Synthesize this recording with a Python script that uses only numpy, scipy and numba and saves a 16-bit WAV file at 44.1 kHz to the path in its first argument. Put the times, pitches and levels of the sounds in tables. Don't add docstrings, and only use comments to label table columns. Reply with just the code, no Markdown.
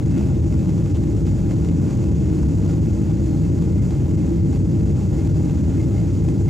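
import sys
import numpy as np
from scipy import signal
from scipy.fft import rfft, irfft
from scipy.io import wavfile
from scipy.ndimage import uniform_filter1d, map_coordinates
from numba import njit

SR = 44100
rng = np.random.default_rng(int(sys.argv[2]) if len(sys.argv) > 2 else 0)


def level_to_linear(level):
    exponent = np.asarray(level, float) / 20
    return 10 ** exponent


def output_pcm(signal):
    pcm = np.clip(np.atleast_2d(signal).T, -1, 1) * 32767
    wavfile.write(sys.argv[1], SR, np.round(pcm).astype(np.int16))


N = 286209
HZ = np.arange(N // 2 + 1) * SR / N

# [t/s, length/s, f/Hz, width/Hz, level/dB]
BRUSHES = [
    (.94, .03, 3400, 1100, -52),
    (2.69, .028, 5000, 900, -57),
]
# [f/Hz, level/dB, pitch wander/Hz]
FAN_TONES = [(807.5, -61, 5), (1422, -73, 8), (2126, -71, 8), (3472, -77, 2), (4253, -74.5, 4),
             (4760, -78, 20), (6234, -80, 5)]
# [f/Hz, width/Hz, level before tilt/dB, level after/dB]
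BLIND_MODES = [(1420, 140, -71, -78), (2120, 160, -75, -68), (2620, 240, -70, -73), (4750, 200, -80, -76)]
# [f/Hz, width/Hz, lift/dB]
PANEL_MODES = [(1000, 500, 3), (1500, 500, 4), (2120, 300, 4), (2620, 400, 4), (3500, 1100, 6),
               (4800, 700, 3)]
# [t/s, peak level/dB]
KNOCKS = [(0.1104, -39.5), (0.1775, -29), (0.236, -44), (0.2853, -38), (0.4359, -45), (0.5237, -36),
          (0.6727, -43), (0.6908, -36), (0.8599, -34), (1.0335, -34), (1.2656, -33), (1.507, -32),
          (1.515, -37), (1.646, -30), (1.687, -34), (1.8891, -41), (1.907, -35), (2.0395, -32),
          (2.4305, -33), (2.4553, -40), (2.6896, -38), (2.8585, -38), (3.6212, -35), (3.906, -32),
          (4.5296, -37), (5.1215, -48), (5.2724, -31), (5.4954, -32), (5.6955, -42), (6.2856, -31)]
# [centre t/s, lift/dB, length/s]
BUMPS = [(0.178, 14, 0.24), (.3, 1, .04), (.49, -2, 0.037), (0.568, 12, 0.098), (0.696, 10.5, .09),
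         (0.973, 8, .05), (1.277, 10, 0.033), (1.337, -10, 0.027), (1.52, 11, 0.045), (1.674, 5.5, 0.1),
         (1.803, -4, 0.034), (1.9, 10, 0.12), (2.02, 8, 0.023), (2.33, 11, 0.091), (2.447, 3.5, .05),
         (2.704, 12.5, 0.11), (2.868, 4, 0.11), (3.52, -8, 0.034), (3.623, 4, 0.031), (3.82, 5, 0.089),
         (3.935, 5, 0.074), (4.547, 8.5, 0.079), (4.63, -12, .05), (5.094, -14, 0.062), (5.216, 1.5, 0.09),
         (5.807, 10, 0.077), (5.995, 13.5, .06), (6.298, 6, 0.043), (6.488, 26, 0.016)]
# [t/s, hiss level/dB]
AIR_FLOW = [(0, -56), (.45, -54.5), (1.2, -54), (2.3, -54), (3.1, -54), (3.5, -54), (4.0, -54), (4.6, -55),
            (5.25, -52.5), (5.7, -53.5), (6.49, -54)]
# [f/Hz, level per Hz/dB]
AIR_COLOUR = [(350, -24), (600, 2), (689, -10.5), (802, -6), (972, -12.5), (1450, -18), (1830, -19),
              (2130, -21.5), (2290, -21.5), (2660, -21.5), (3650, -26), (5100, -23.5), (6990, -18.5),
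              (10300, -35), (12500, -30.5), (16200, -47)]
# [f/Hz, width/Hz, lift/dB]
DUCT_MODES = [(800, 28, 6), (1421, 27, 7), (2115, 55, 6), (2590, 110, 4), (4730, 150, 3), (6820, 450, 2),
              (11600, 740, 4)]
# [f/Hz, level per Hz/dB]
ROAR_COLOUR = [(11, -32), (18, -36), (32, -23), (56, -11), (76, 1.5), (131, -1.5), (158, -0.5), (226, -13),
               (335, -7.5), (372, -23.5), (448, -22), (492, -29), (549, -29.5), (683, -43.5), (750, -46.5),
               (980, -47.5), (1650, -120)]
# [f/Hz, width/Hz, lift/dB]
CABIN_MODES = [(28, 5.5, 13), (41.7, 12, -1.5), (58.7, 7.1, 8), (102.6, 14.6, 2.5), (165.6, 5.8, 5.5),
               (206.2, 22.5, 5.5), (252.4, 13.4, 5.5), (296, 6.8, 3.5), (340.7, 21, 4), (389, 14.7, 7),
               (444, 20.4, 5.5), (537, 16, 4.5), (637, 40, 4)]
# [f/Hz, left leads/rad, likeness/0-1, left minus right/dB]
MICROPHONES = [(25, 0, 1, .4), (50, -.1, 1, .4), (100, -.4, .995, 1), (200, -.75, .99, .6),
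               (380, -.85, .98, 0), (680, -.3, .8, 1.3), (800, .7, .85, 1), (920, 0, .85, .8),
               (1500, -.6, .9, .6), (2200, 0, .93, .7), (7000, 0, .96, .6), (9000, 0, .86, .6),
               (11000, 0, .35, .6)]
# [f/Hz, step over local level/dB]
TREBLE_STEPS = [(2000, -9.5), (4000, -4), (6000, -1.5), (11000, -1.5), (13300, 4), (15000, 8.5),
                (16400, 16)]


def on_log(table, column):
    table = np.array(table, float)
    return np.interp(np.log(HZ + 1), np.log(table[:, 0]), table[:, column])


def unit(x):
    return x / np.sqrt(np.mean(x ** 2))


def walk(rate):
    hold = int(SR / rate)
    steps = np.repeat(rng.standard_normal(N // hold + 1), hold)[:N]
    return unit(uniform_filter1d(uniform_filter1d(steps, hold), hold))


def fade(blows, seconds):
    tail = signal.lfilter([1], [1, -np.exp(-1 / (seconds * SR))], blows)
    return np.convolve(tail, np.hanning(48) / 24)[:N]


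def resonance(hz, width):
    return 1 / (1 + (2 * (HZ - hz) / width) ** 2)


def at_microphones(x, stray=np.zeros(N)):
    like = np.clip(on_log(MICROPHONES, 2), 0, 1)
    turn = np.exp(.5j * on_log(MICROPHONES, 1)) * level_to_linear(on_log(MICROPHONES, 3) / 2)
    mid = np.sqrt((1 + like) / 2) * rfft(x)
    side = np.sqrt((1 - like) / 2) * rfft(stray)
    return irfft(np.array([(mid + side) * turn, (mid - side) / turn]), N)


def airborne(colour, modes):
    db = on_log(colour, 1)
    for hz, width, lift_db in modes:
        db = db + lift_db * resonance(hz, width)
    pair = at_microphones(rng.standard_normal(N), rng.standard_normal(N))
    return irfft(rfft(pair) * level_to_linear(db), N)


def shudder(t):
    return sum(lift_db * np.exp(-(2 * (t - s) / length) ** 2) for s, lift_db, length in BUMPS)


def brushes(t):
    out = np.zeros(N)
    for s, length, hz, width, db in BRUSHES:
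        shape = np.exp(-((HZ - hz) / width) ** 4)
        band = unit(irfft(rfft(rng.standard_normal(N)) * shape, N))
        out += level_to_linear(db) * band * np.exp(-((t - s - length / 2) / (length / 2)) ** 2)
    return at_microphones(out)


def whines(air_db):
    tones = np.zeros(N)
    for hz, db, wander in FAN_TONES:
        level = level_to_linear(db + 3 + 3 * walk(8))
        pitch = hz + wander * walk(12)
        tones += level * np.sin(2 * np.pi * np.cumsum(pitch) / SR)
    return at_microphones(tones) * level_to_linear(air_db - air_db.mean())


def blind(t, shake_db):
    tilt_s, tilt_length_s = 3, .5
    buzz_per_shudder = .81
    after = 1 / (1 + np.exp(-4 * (t - tilt_s) / tilt_length_s))
    out = np.zeros(N)
    for hz, width, before_db, after_db in BLIND_MODES:
        mode = unit(irfft(rfft(rng.standard_normal(N)) * resonance(hz, width), N))
        out += mode * level_to_linear(before_db + (after_db - before_db) * after + 3 * walk(13))
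    return at_microphones(out * level_to_linear(buzz_per_shudder * shake_db))


def rattle(effort_db, per_s=100., spread_db=1.5):
    chance = rng.random((1000, 2))
    places = (np.cumsum(.6 + .8 * chance[:, 0]) * SR / per_s).astype(int)
    size_db = spread_db * np.minimum(-np.log(chance[:, 1]), 2.5)
    inside = places < N
    slaps, hits = np.zeros(N), np.zeros(N)
    slaps[places[inside]] = level_to_linear(size_db[inside])
    knock_s, knock_db = np.transpose(KNOCKS)
    hits[(knock_s * SR).astype(int)] = level_to_linear(knock_db - 14)
    scrape = airborne(AIR_COLOUR, PANEL_MODES)
    middle = irfft(rfft(scrape) * ((HZ > 1500) & (HZ < 6000)), N)
    scrape = scrape / np.std(middle)
    mean_db = effort_db.mean()
    chatter = unit(fade(slaps, .0039)) * level_to_linear(mean_db + .46 * (effort_db - mean_db) - 8)
    return scrape * (chatter + fade(hits, .0036))


def rush(air_db):
    spectrum = rfft(airborne(AIR_COLOUR, DUCT_MODES))
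    reference = np.std(irfft(spectrum * ((HZ > 5000) & (HZ < 9000)), N))
    edges = [0, 1500, 4500, 9000, SR]
    shared = walk(45)
    hiss = 0
    for low, high in zip(edges, edges[1:]):
        part = irfft(spectrum * ((HZ >= low) & (HZ < high)), N)
        hiss = hiss + part * level_to_linear(.6 * shared + .62 * walk(30))
    return hiss / reference * level_to_linear(air_db - 1.3)


def pane_echo(x):
    lag = SR * (.0026 + .00008 * walk(1.2))
    bright = irfft(rfft(x) * np.exp(-((HZ - 6000) / 2500) ** 2), N)
    places = [np.arange(N) - lag]
    echo = np.array([map_coordinates(side, places, order=3, mode="wrap") for side in bright])
    return x + .33 * echo


def roar(shake_db):
    thrust_db, roar_per_shudder = -17, .034
    return unit(airborne(ROAR_COLOUR, CABIN_MODES)) * level_to_linear(thrust_db + roar_per_shudder * shake_db)


def scene():
    t = np.arange(N) / SR
    shake_db = shudder(t)
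    air_db = np.interp(t, *np.transpose(AIR_FLOW)) + .13 * shake_db
    trim_rest_db = -54
    background = brushes(t) + whines(air_db) + blind(t, shake_db)
    return background + rattle(trim_rest_db + shake_db) + pane_echo(rush(air_db)) + roar(shake_db)


@njit
def follow(x, attack, release):
    y, level = np.empty(len(x)), .2
    for i in range(len(x)):
        level += (x[i] - level) * (attack if x[i] > level else release)
        y[i] = level
    return y


def coarse_treble(x):
    hz, _, lines = signal.stft(x, SR, window="cosine", nperseg=2048, noverlap=1024)
    size = np.abs(lines) + 1e-12
    local = uniform_filter1d(uniform_filter1d(size, size=24, axis=1), size=60, axis=2)
    moments = size.shape[2]
    patches = np.repeat(rng.standard_normal((33, moments)), 32, axis=0)[:len(hz)]
    patches = patches + rng.standard_normal(moments) * (hz[:, None] > 13300)
    step_db = np.interp(hz, *np.transpose(TREBLE_STEPS), left=-40)[:, None]
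    step = local * level_to_linear(step_db + 2.5 * patches)
    kept = np.maximum(np.round(size / step) * step, .18 * size)
    return signal.istft(lines * kept / size, SR, window="cosine", nperseg=2048, noverlap=1024)[1][:, :N]


def top_cut(x):
    return signal.sosfilt(signal.butter(12, 16500, fs=SR, output="sos"), x)


def record(dry):
    mono_hz, top_hz = 11000, 16520
    ahead = 240
    envelope = follow(np.abs(dry).max(axis=0), 1 / (.0019 * SR), 1 / (.0055 * SR))
    envelope = np.append(envelope[ahead:], np.full(ahead, envelope[-1]))
    gain = np.minimum(.19 / envelope, 1.15) ** .85
    spectrum = rfft(dry * gain)
    spectrum = np.where(HZ > mono_hz, .79 * spectrum.mean(axis=0), spectrum) * (HZ < top_hz)
    mix = coarse_treble(irfft(spectrum, N))
    return top_cut(mix)


dry = scene()
out = record(dry)
output_pcm(out)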